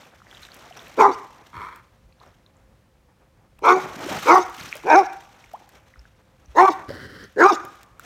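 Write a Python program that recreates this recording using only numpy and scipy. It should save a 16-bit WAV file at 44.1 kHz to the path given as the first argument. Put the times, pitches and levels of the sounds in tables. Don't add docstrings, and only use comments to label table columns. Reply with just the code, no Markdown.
import sys
import numpy as np
from scipy import signal
from scipy.fft import rfft, irfft, next_fast_len
from scipy.io import wavfile
from scipy.ndimage import uniform_filter1d, map_coordinates

SR = 44100
rng = np.random.default_rng(int(sys.argv[2]) if len(sys.argv) > 2 else 0)


def undo_db(level):
    steps = np.asarray(level, float) / 20
    return 10 ** steps


def put_to_file(sound):
    columns = np.atleast_2d(sound).T
    safe = np.clip(columns, -1, 1)
    whole_steps = np.round(safe * 32767)
    wavfile.write(sys.argv[1], SR, whole_steps.astype(np.int16))


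N = 354999
T = np.arange(N) / SR


def unit(x):
    return x / np.sqrt(np.mean(x ** 2) + 1e-20)


def along(points, hz):
    f, v = np.transpose(points)
    return np.interp(np.log(hz + 1), np.log(f + 1), v)


def curves(rows, t=T):
    s, *cols = np.transpose(rows)
    return [np.interp(t, s, c) for c in cols]


def wobble(rate, size=N):
    knots = rng.standard_normal(int(size * rate / SR) + 4)
    return map_coordinates(knots, [np.arange(size) * rate / SR])


def filtered(x, response):
    m = next_fast_len(len(x) + 8192)
    hz = np.fft.rfftfreq(m, 1 / SR)
    return irfft(rfft(x, m) * response(hz), m)[:len(x)]


def noise(spectrum, size=N):
    return unit(filtered(rng.standard_normal(size), lambda hz: undo_db(along(spectrum, hz))))


def resonance(x, hz, width_hz, hold_s=0.014):
    turn = np.exp(2j * np.pi * np.cumsum(hz) / SR)
    pole = np.exp(-np.pi * width_hz / SR)
    y = np.real(signal.lfilter([1], np.poly([pole, pole, pole]), x / turn) * turn)
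    return y / np.sqrt(np.abs(uniform_filter1d(y ** 2, int(hold_s * SR))) + 1e-12)


def fade(t, in_s, out_s):
    rising = np.clip((t - t[0]) / in_s, 0, 1)
    return rising * np.clip((t[-1] - t) / out_s, 0, 1)


def add(track, s, x):
    part = track[round(s * SR):][:len(x)]
    part += x[:len(part)]


def dog():
    # time in seconds, pitch in Hz.
    pitches = [
        [(.97, 305), (.99, 427.2), (1.01, 447.9), (1.035, 388), (1.06, 428), (1.135, 320.4)],
        [(3.615, 140.6), (3.68, 356.5), (3.75, 379), (3.805, 360)],
        [(4.25, 143.8), (4.295, 308.2), (4.325, 357.1), (4.365, 380.6), (4.39, 359.3), (4.43, 365)],
        [(4.835, 117.3), (4.91, 311.2), (4.94, 311.4), (4.965, 388.2), (4.99, 404.6), (5.045, 309)],
        [(6.545, 142.2), (6.57, 293.8), (6.59, 350.9), (6.635, 388.6), (6.685, 384.2), (6.7, 312), (6.725, 335)],
        [(7.36, 140.3), (7.41, 327.8), (7.465, 401.7), (7.5, 410.4), (7.52, 347), (7.55, 297)],
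    ]
    # time in seconds, effort in dB.
    efforts = [
        [(.97, -51.5), (.99, -23), (1.01, -8.5), (1.035, -11.5), (1.06, -10.5), (1.085, -24), (1.135, -26)],
        [(3.615, -56.5), (3.645, -21), (3.68, -13), (3.7, -11), (3.725, -11.5), (3.75, -26), (3.805, -20)],
        [(4.25, -40.5), (4.275, -22), (4.295, -11), (4.325, -9), (4.35, -13), (4.365, -9), (4.39, -19.5),
         (4.43, -36)],
        [(4.835, -57), (4.87, -27.5), (4.91, -10.5), (4.95, -11.5), (4.99, -7), (5.015, -21), (5.045, -34)],
        [(6.545, -52), (6.57, -20), (6.59, -6.5), (6.635, -10.5), (6.66, -13), (6.672, -20), (6.685, -10),
         (6.7, -30), (6.725, -42.5)],
        [(7.36, -50.5), (7.395, -23.5), (7.41, -12.5), (7.445, -11), (7.465, -9.5), (7.48, -16.5), (7.5, -11),
         (7.52, -23.5), (7.55, -22.5)],
    ]
    # time in seconds, mouth over throat in dB.
    tongues = [
        [(.99, -4), (1.01, -11), (1.035, -4), (1.135, 0)],
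        [(3.62, -19.5), (3.645, 3.5), (3.68, -1.5), (3.725, 14.5), (3.805, -31.5)],
        [(4.25, 10.5), (4.295, -6), (4.325, 6.5), (4.35, -7), (4.365, 9.5), (4.39, -4.5)],
        [(4.87, -10), (4.91, -10.5), (4.95, -5), (4.99, -18.5), (5.015, -3)],
        [(6.59, -16.5), (6.635, -5), (6.66, -1), (6.68, 21.5), (6.7, -22.5)],
        [(7.395, 9.5), (7.41, 5), (7.445, 10), (7.465, -0.5), (7.485, 10), (7.5, 9), (7.52, -20), (7.55, 8.5)],
    ]
    # fullest moment in seconds, level in dB,
    # catch in seconds, its depth in dB, its half length in seconds.
    chests = [(1.01, -12, 1.035, 4.5, 0.02), (3.725, -15.5, 3.69, 1.5, .02),
              (4.331, -13.5, 4.36, 11.5, 0.01), (4.958, -15, 4.91, 7.5, 0.017),
              (6.647, -13.5, 6.67, 25.5, 0.014), (7.466, -8.5, 7.49, 36.5, .02)]
    # half shut in seconds, throat shut in Hz, mouth wide in Hz,
    # muzzle wide in Hz, muzzle shut in Hz.
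    jaws = [(1.02, 925, 1370, 2305, 1990), (3.73, 837, 1231, 2300, 1757), (4.321, 875, 1260, 2280, 1943),
            (4.963, 752, 1592, 2373, 2220), (6.614, 864, 1190, 1800, 2284), (7.431, 836, 1664, 1830, 2390)]
    # settled in seconds, noise share from 0 to 1.
    settles = [(1.02, .57), (3.72, .36), (4.32, .36), (4.97, .12), (6.59, .25), (7.45, .27)]
    # muzzle wide, muzzle shut, rasp wide, rasp shut, all in dB against the effort.
    snarls = [(-12, -24, 1, -5.5), (-12, -23, -1, 2.5), (-8.5, -21, 1.5, 1.5), (-14, -24.5, -2.5, -1),
              (-11.5, -23, -1.5, -3), (-11, -22.5, -1.5, 1)]
    # four starts in Hz, four ends in Hz, four levels in dB
    lip_moves = [
        [(3600, 4600, 5500, 6450), (3950, 4850, 5850, 6200), (1.5, -1.5, 1.5, -1.5)],
        [(3100, 4000, 5200, 6000), (4000, 4800, 6100, 6800), (1.5, -1.5, 1.5, 1.5)],
        [(3900, 4500, 4950, 6300), (3500, 4700, 5450, 5800), (-3, -1.5, 1.5, 1.5)],
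        [(3400, 4800, 5650, 6350), (4050, 4800, 5250, 6050), (-1.5, -1.5, 1.5, 1.5)],
        [(3650, 3900, 5400, 6300), (3300, 4350, 5400, 6300), (-1.5, 1.5, -1.5, -1.5)],
        [(4150, 4600, 5500, 6600), (3700, 5250, 5400, 6200), (-1.5, 1.5, -1.5, -1.5)],
    ]
    # start in seconds, level in dB.
    puffs = [(1.111, -45), (3.799, -50), (4.4, -41), (5.03, -48), (6.698, -43), (7.518, -34.5)]
    # time in seconds, breath in dB, chest in dB over the breath.
    huff = [
        (1.53, -39.5, -2.5),
        (1.626, -34, -20.5),
        (1.82, -51, -31),
    ]
    gasp = [
        (6.88, -35.5, 6),
        (6.918, -41.5, 1),
        (7.29, -49, -0.5),
    ]
    # resonance in Hz, width in Hz, level in dB.
    huff_tract = [(367, 120, -8.5), (970, 63, 6.5), (1260, 210, 2.5), (2270, 220, -6.5), (3220, 270, -18.5),
                  (4420, 330, -23), (5300, 430, -28)]
    gasp_tract = [(1500, 350, 5), (1910, 290, 4), (3080, 180, -5.5), (3900, 610, -3), (4350, 1540, -4),
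                  (5640, 1300, -13.5)]
    # frequency in Hz, level in dB.
    huff_chest = [(40, -31.5), (90, 2.5), (250, -11), (500, -21), (900, -63)]
    gasp_chest = [(40, -33.5), (80, 1.5), (200, -0.5), (550, -2.5), (800, -37.5), (1500, -68.0)]

    out = np.zeros(N)
    for call in zip(pitches, efforts, tongues, chests, jaws, settles, snarls, lip_moves):
        start_s = call[0][0][0]
        add(out, start_s, bark(*call))
    for s, db in puffs:
        add(out, s, undo_db(db) * rasp(1900, 1) * fade(T[:1900], 0.0042, 0.0063))
    out = signal.sosfilt(signal.butter(3, 150, "high", fs=SR, output="sos"), out)
    add(out, huff[0][0], breath(huff, huff_tract, flutter_hz=93.76, depth=2.1, chest=huff_chest))
    add(out, gasp[0][0], breath(gasp, gasp_tract, flutter_hz=104.6, depth=1.9, chest=gasp_chest))
    return out


def bark(pitch, push, tongue, ribs, jaw, settle, snarl, lips):
    t = np.arange(pitch[0][0], pitch[-1][0], 1 / SR)
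    n = len(t)
    (pitch_hz,), (effort_db,), (tongue_db,) = curves(pitch, t), curves(push, t), curves(tongue, t)
    shut_s, throat_hz, mouth_hz, wide_hz, shut_hz = jaw
    jaw_close_s = 0.01
    wide = 1 / (1 + np.exp((t - shut_s) / jaw_close_s))

    def between(shut, open_):
        return shut + (open_ - shut) * wide

    throat_db = effort_db - np.maximum(tongue_db, 0)
    mouth_db = effort_db + np.minimum(tongue_db, 0)
    muzzle_db = effort_db + between(snarl[1], snarl[0])

    settled_s, share = settle
    ragged = np.interp(t, [t[0], settled_s, t[-1] - 0.04, t[-1]], [0.8, share, share, 0.7])
    cycle = 2 * np.pi * np.cumsum(pitch_hz * (1 + 0.05 * ragged * wobble(150, size=n))) / SR
    pulses = sum(np.cos(k * cycle) for k in range(1, 9))
    pulses = unit(pulses * undo_db(3 * ragged * wobble(200, size=n)))
    clicks = sum(np.cos(k * cycle) for k in range(7, 24))
    clicks = unit(clicks * undo_db(4 * wobble(200, size=n)))
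    gate = 1 + 1.58 * np.cos(cycle)

    def source(share):
        return np.sqrt(1 - share) * pulses + 3.1 * np.sqrt(share) * gate * rng.standard_normal(n)

    chest_hz = np.clip(391 + 70 * wide, pitch_hz, 2.3 * pitch_hz)
    chest_db = chest_level(t, *ribs)
    chest = undo_db(chest_db) * resonance(source(ragged ** 3), chest_hz, 260)
    throat = undo_db(throat_db) * resonance(source(ragged ** 2), throat_hz + 94 * wide, 340)
    mouth = undo_db(mouth_db) * resonance(source(ragged ** 2), between(1137, mouth_hz), 409)
    muzzle = undo_db(muzzle_db) * resonance(source(ragged ** 1.2), between(shut_hz, wide_hz), 390)

    effort = np.sqrt(undo_db(2 * throat_db) + undo_db(2 * mouth_db) + undo_db(2 * muzzle_db + 13.5))
    air_db = -22.5 + 0.31 * muzzle_db + between(snarl[3], snarl[2])
    air = undo_db(air_db) * effort ** 0.43 * rasp(n, gate, lips, clicks)
    low_pitch = np.clip(2 - 2 * pitch_hz / 290, 0, 1)
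    growl = undo_db(chest_db - 7) * low_pitch * np.cos(cycle)
    return (growl + chest + throat + mouth + muzzle + air) * fade(t, 0.0031, 0.033)


def chest_level(t, full_s, full_db, catch_s, catch_db, half_s):
    fill_db_per_s, sag_db_per_s = 106.5, 113
    swell_db = np.where(t < full_s, fill_db_per_s * (t - full_s), sag_db_per_s * (full_s - t))
    onset_db = -22 * np.exp(-(t - t[0]) / 0.012)
    return full_db + swell_db + onset_db - catch_db * np.exp(-((t - catch_s) / half_s) ** 2)


def rasp(n, gate, lips=None, clicks=0):
    # resonance in Hz, width in Hz, level in dB.
    rest = [(2800, 240, -9), (3728, 650, -1), (4647, 400, -3), (5400, 480, -1.5), (6276, 520, -2),
            (7000, 380, -11.5), (8240, 430, -16)]
    # frequency in Hz, level in dB per Hz.
    hiss = [(1800, -39), (2700, -3), (4000, -4.5), (6500, -5), (7800, -11), (10500, -16), (13000, -13),
            (15800, -21)]
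    voiced = 0.5
    tract = [[hz + np.zeros(n), width_hz, db] for hz, width_hz, db in rest]
    for band, start_hz, end_hz, db in zip(tract[1:], *(lips or [[], [], []])):
        band[0] = np.linspace(start_hz, end_hz, n)
        band[2] += db
    bands = np.zeros(n)
    for hz, width_hz, db in tract:
        drive = (1 - voiced) * gate * rng.standard_normal(n) + voiced * clicks
        sliding_hz = hz * (1 + 0.022 * wobble(45, size=n))
        flicker = undo_db(db + 4.5 * wobble(75, size=n))
        bands += flicker * resonance(drive, sliding_hz, width_hz, hold_s=0.03)
    return unit(unit(bands) + 0.3 * gate * undo_db(3 * wobble(70, size=n)) * noise(hiss, size=n))


def breath(rows, tract, flutter_hz, depth, chest):
    t = np.arange(rows[0][0], rows[-1][0], 1 / SR)
    n = len(t)
    air_db, chest_db = curves(rows, t)
    cycle = np.cumsum(flutter_hz * (1 + 0.35 * wobble(40, size=n))) / SR % 1
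    flap = np.exp(-depth * cycle * np.exp(-(t - t[0]) / 0.18)) * undo_db(1.9 * wobble(70, size=n))

    def shape(f):
        total = 0
        for k, (c, w, db) in enumerate(tract):
            total = total + (-1) ** k * undo_db(db) * 1j * f * w / (c * c - f * f + 1j * f * w)
        return total

    air = unit(filtered(flap * rng.standard_normal(n), shape))
    body = unit(flap ** 0.5 * noise(chest, size=n))
    return undo_db(air_db) * (air + undo_db(chest_db) * body) * fade(t, 0.006, 0.041)


def water():
    # frequency in Hz, level in dB per Hz.
    fizz_colour = [(710, -31.5), (1200, 1.5), (3760, -6), (4770, -12), (5730, -6.5), (10400, -21.5),
                   (14000, -17), (15800, -28.5)]
    slop_colour = [(47, -40.5), (80, -6), (333, -2.5), (790, 0), (2500, -14), (3250, -41), (5500, -120)]
    # start in seconds, peak in dB, starting pitch in Hz.
    single = [(0.2184, -37, 1230), (0.3122, -36, 3140), (0.3481, -36.5, 3580), (0.4319, -32.5, 3850),
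              (0.4875, -37, 1501), (0.7933, -33.5, 3380), (2.1242, -53, 2410), (2.2368, -37.5, 1010),
              (5.441, -38, 2220), (5.692, -45, 1670), (5.9389, -40.5, 1867), (5.9588, -41, 1333),
              (6.0539, -40.5, 1485), (7.9964, -31.5, 1320)]
    specks = [(.4509, -32.5, 3620), (.5185, -34, 4170), (.7738, -33.5, 5400), (2.126, -51, 4070),
              (2.201, -45, 3900), (2.233, -50, 3800), (2.276, -53, 5300), (2.463, -43, 3720),
              (2.5681, -53, 7050), (4.6106, -28.5, 4170), (4.6914, -32, 5050), (4.7272, -14.5, 2250),
              (5.9932, -41.5, 5100), (6.459, -46.5, 5780), (7.2404, -38, 5840)]
    glugs = [(0.709, -36, 698), (4.063, -22.5, 347), (4.085, -23.5, 543), (4.119, -30.5, 396),
             (4.754, -32, 563), (5.6, -45, 780), (5.64, -48, 800), (5.675, -51, 780), (6.904, -24.5, 541)]
    plops = [
        (2.206, -51, 816),
        (5.536, -27, 610),
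    ]
    gurgles = [(3.945, -36, 330), (3.965, -31, 220), (3.985, -32.5, 270), (4.0, -33, 300), (4.03, -31, 310),
               (4.048, -31, 270), (4.1, -31, 180), (4.112, -31, 240), (4.122, -31, 200), (4.133, -31, 140),
               (4.155, -33, 210), (4.172, -32, 150), (4.187, -33.5, 180), (4.58, -40, 230),
               (4.61, -38, 160), (4.64, -38, 120), (4.67, -40.5, 240)]
    patter = [(0.0327, -39, 1040), (0.138, -43, 1480), (0.2023, -41.5, 1290), (0.2682, -41, 1780),
              (0.3274, -35, 1530), (0.3708, -35, 3040), (0.6445, -39, 1130), (0.6665, -37, 1070),
              (0.7251, -36, 2830), (0.8708, -36, 2460), (2.2144, -41, 934), (2.2494, -48, 1210),
              (2.2644, -47, 1310), (3.5874, -45, 2500), (3.5922, -41, 988), (4.8369, -29.5, 956),
              (7.9957, -33, 1240)]
    # start in seconds, peak in dB.
    ticks = [(0.419, -38.5), (0.5433, -32.5), (0.5477, -32.5), (0.567, -37), (0.599, -48.5), (0.8303, -38),
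             (0.882, -35.5), (1.7605, -33), (1.7746, -49), (3.591, -39), (4.4971, -30.5), (4.568, -31.5),
             (4.635, -31.5), (4.7541, -24.5), (4.768, -25), (4.7895, -43.5), (5.133, -36.5), (5.5339, -36),
             (5.6913, -34), (6.622, -27), (6.652, -33), (6.721, -31), (6.8941, -47), (7.3253, -47),
             (7.651, -29), (7.7569, -39), (7.8314, -30), (7.996, -27), (8.0369, -42)]

    fizzing, slopping = sloshing()
    u = rng.random((4000, 5))
    hz = 3200 * np.exp(1.05 * (u[:, 1] + u[:, 2] - 1))
    size_db = np.minimum(-4 * np.log(u[:, 3]), 4)
    life_s = (1.8 + 12 * u[:, 4] ** 3) / hz
    crackle = unit(bubbles(u[:, 0] * N / SR, size_db, hz, 0.3 + 0 * hz, life_s, size=300))
    lump = wobble(28)
    fizz = 0.88 * noise(fizz_colour) * undo_db(3.7 * wobble(130)) + 0.55 * crackle
    slop = noise(slop_colour) * undo_db(3.6 * wobble(40))
    out = undo_db(1.2 * lump) * (fizzing * fizz + slopping * slop)

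    out += drops(single, rise=0.11, life_s=0.0037)
    out += drops(specks, rise=0.11, life_s=0.0026)
    out += drops(glugs, rise=0.1, life_s=0.015)
    out += drops(plops, rise=1.0, life_s=0.027)
    out += drops(gurgles, rise=0.15, life_s=0.016)
    out += drops(patter, rise=0.099, life_s=0.003)
    for s, db in ticks:
        click = signal.lfilter([1, -0.9], [1, -0.75, 0.2], rng.standard_normal(400))
        add(out, s, undo_db(db - 8.5 - 60 * T[:400] / 0.007) * click)
    return out


def sloshing():
    # crest in seconds, fizz in dB, slop in dB over the fizz,
    # seconds to swell by 20 dB, seconds to sink by 20 dB.
    sloshes = [(.03, -54, -0.2, -0.5, 0.33), (.34, -52, -2.5, .12, 0.24), (.45, -50, -5.5, 0.19, 0.08),
               (.59, -51, -0.4, 0.22, 0.29), (.8, -53, 2.5, 0.38, .6), (.96, -54, 1.5, 0.35, .9),
               (1.3, -60.5, 5.5, 0.7, 0.73), (2.23, -63.5, 5, 0.1, 0.32), (3.83, -43, 8, .11, .3),
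               (4.03, -40.5, 5.5, .2, 0.31), (4.12, -38, 1.5, .2, 0.29), (4.23, -36, -7.5, .2, 0.28),
               (4.6, -44, -4, 0.28, 0.57), (4.77, -47, -2.5, .2, 0.05), (5.1, -56, 1.5, 0.4, 1.37),
               (5.45, -61, -4, .3, 0.5), (6.52, -63.5, -3.5, 0.3, 0.7), (6.8, -57, 10, .3, .25),
               (7.32, -61.5, -15, .5, .7), (7.65, -61.5, 9.5, 0.25, .4), (7.84, -56, -9, 0.45, 0),
               (8.045, -48.5, -3, 0.06, .25)]
    s, db, slop_db, swell_s, sink_s = np.transpose(sloshes)[:, :, None]
    t = T[::64]
    below_crest_db = 20 * np.where(t < s, (s - t) / swell_s, (t - s) / sink_s)
    power = undo_db(2 * (db - below_crest_db))
    fizz = power.sum(0) + undo_db(2 * -81)
    slop = (power * undo_db(2 * slop_db)).sum(0) + undo_db(2 * -68)
    return np.interp(T, t, np.sqrt(fizz)), np.interp(T, t, np.sqrt(slop))


def drops(rows, rise, life_s):
    s, db, hz = np.transpose(rows)
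    return bubbles(s, db, hz, rise + 0 * s, life_s + 0 * s, size=2048)


def bubbles(s, db, hz, rise, life_s, size):
    t = np.arange(size) / SR
    u = t / life_s[:, None]
    tone = np.sin(2 * np.pi * hz[:, None] * t * (1 + rise[:, None] * u / 2))
    wave = tone * np.exp(-2.5 * u ** 2) * (1 - np.exp(-12 * u))
    at = (s * SR).astype(int)[:, None] + np.arange(size)
    return np.bincount(at.ravel(), (undo_db(db)[:, None] * wave).ravel(), N + size)[:N]


def yard(x):
    # frequency in Hz, time to fall 60 dB in seconds.
    decay = [(150, 1), (400, 0.44), (1000, 0.93), (1700, .7), (2700, 0.5), (6000, 0.94), (14000, 0.4)]
    # echo delay in seconds, level in dB.
    walls = [(.006, -19.5), (.017, -22), (.031, -18), (.075, -23.5), (.11, -27), (0.143, -29), (.19, -32)]
    scatter = 0.078
    near, out = T[:SR // 4], np.zeros(N)
    stretch = 60000
    for start in range(0, N, stretch):
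        early = np.zeros(len(near))
        for s, db in walls:
            smear = np.exp(-((near - s) / (scatter * s)) ** 2)
            early += undo_db(db) * unit(rng.standard_normal(len(near)) * smear)
        early /= np.sqrt(len(near))
        hz, t, z = signal.stft(rng.standard_normal(SR), SR, nperseg=256)
        tail = signal.istft(z * undo_db(-60 * t / along(decay, hz)[:, None]), SR, nperseg=256)[1]
        answer = undo_db(-24.5) * np.pad(tail / np.linalg.norm(tail), (1500, 0))
        add(answer, 0, early)
        add(out, start / SR, signal.fftconvolve(x[start:start + stretch], answer))
    return out


def outdoors():
    # time in seconds, level in dB.
    gusts = [(0.0, -62), (4.64, -58.5), (5.6, -63.5), (7.15, -58), (7.53, -63), (8.05, -60)]
    # frequency in Hz, level in dB per Hz.
    rumble = [(13, -40.5), (22, -17), (54, -0.5), (124, -13), (146, -17), (200, -23), (260, -56.5),
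              (440, -120)]
    air = [(59, -25.5), (100, -0.5), (238, -9.5), (469, -19.5), (522, -10), (605, -19.5), (5500, -33.5),
           (15800, -43)]
    # frequency in Hz, level in dB.
    pump_tones = [(522, -75)]
    # start in seconds, peak in dB, frequency in Hz, life in milliseconds.
    nudges = [(1.569, -38.5, 86.5, 52), (2.04, -43, 50, 57), (5.975, -39.5, 55.8, 83),
              (6.48, -37.5, 60, 70)]
    buffet_db, = curves(gusts)
    pump = np.zeros(N)
    for hz, db in pump_tones:
        level = np.sqrt(2) * undo_db(db + 1.6 * wobble(7.2))
        pump += level * np.sin(2 * np.pi * hz * T + 0.8 * wobble(11))
    s, db, hz, life_ms = np.transpose(nudges)
    wind = undo_db(buffet_db) * unit(undo_db(1.8 * wobble(10)) * noise(rumble))
    wind += bubbles(s, db, hz, 0 * s, life_ms / 1000, size=6000)
    distant = undo_db(-61.5 + 0.58 * wobble(5.8)) * noise(air)
    microphone_hiss = undo_db(-82) * rng.standard_normal(N)
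    return distant + pump + wind + microphone_hiss


def scene():
    # frequency in Hz, level in dB.
    bounce = [(200, 1.5), (400, -4), (800, -3), (1200, -1.5), (1700, 4), (2700, 3.5), (4500, -2.5),
              (9000, 3)]
    voice, pool = dog(), water()
    echo = yard(filtered(voice + undo_db(0.5) * pool, lambda hz: undo_db(along(bounce, hz))))
    echo = np.interp(T + 0.00015 * wobble(45), T, echo)
    return (voice + pool + echo + outdoors())[None]


def roll_off(x):
    return signal.sosfilt(signal.butter(12, 15870, fs=SR, output="sos"), x)


def record(dry):
    squeezed = dry / (1 + np.abs(dry) ** 6) ** (1 / 6)
    heard = signal.sosfilt(signal.butter(2, 38, "high", fs=SR, output="sos"), squeezed)
    return roll_off(heard)


dry = scene()
out = record(dry)
put_to_file(out)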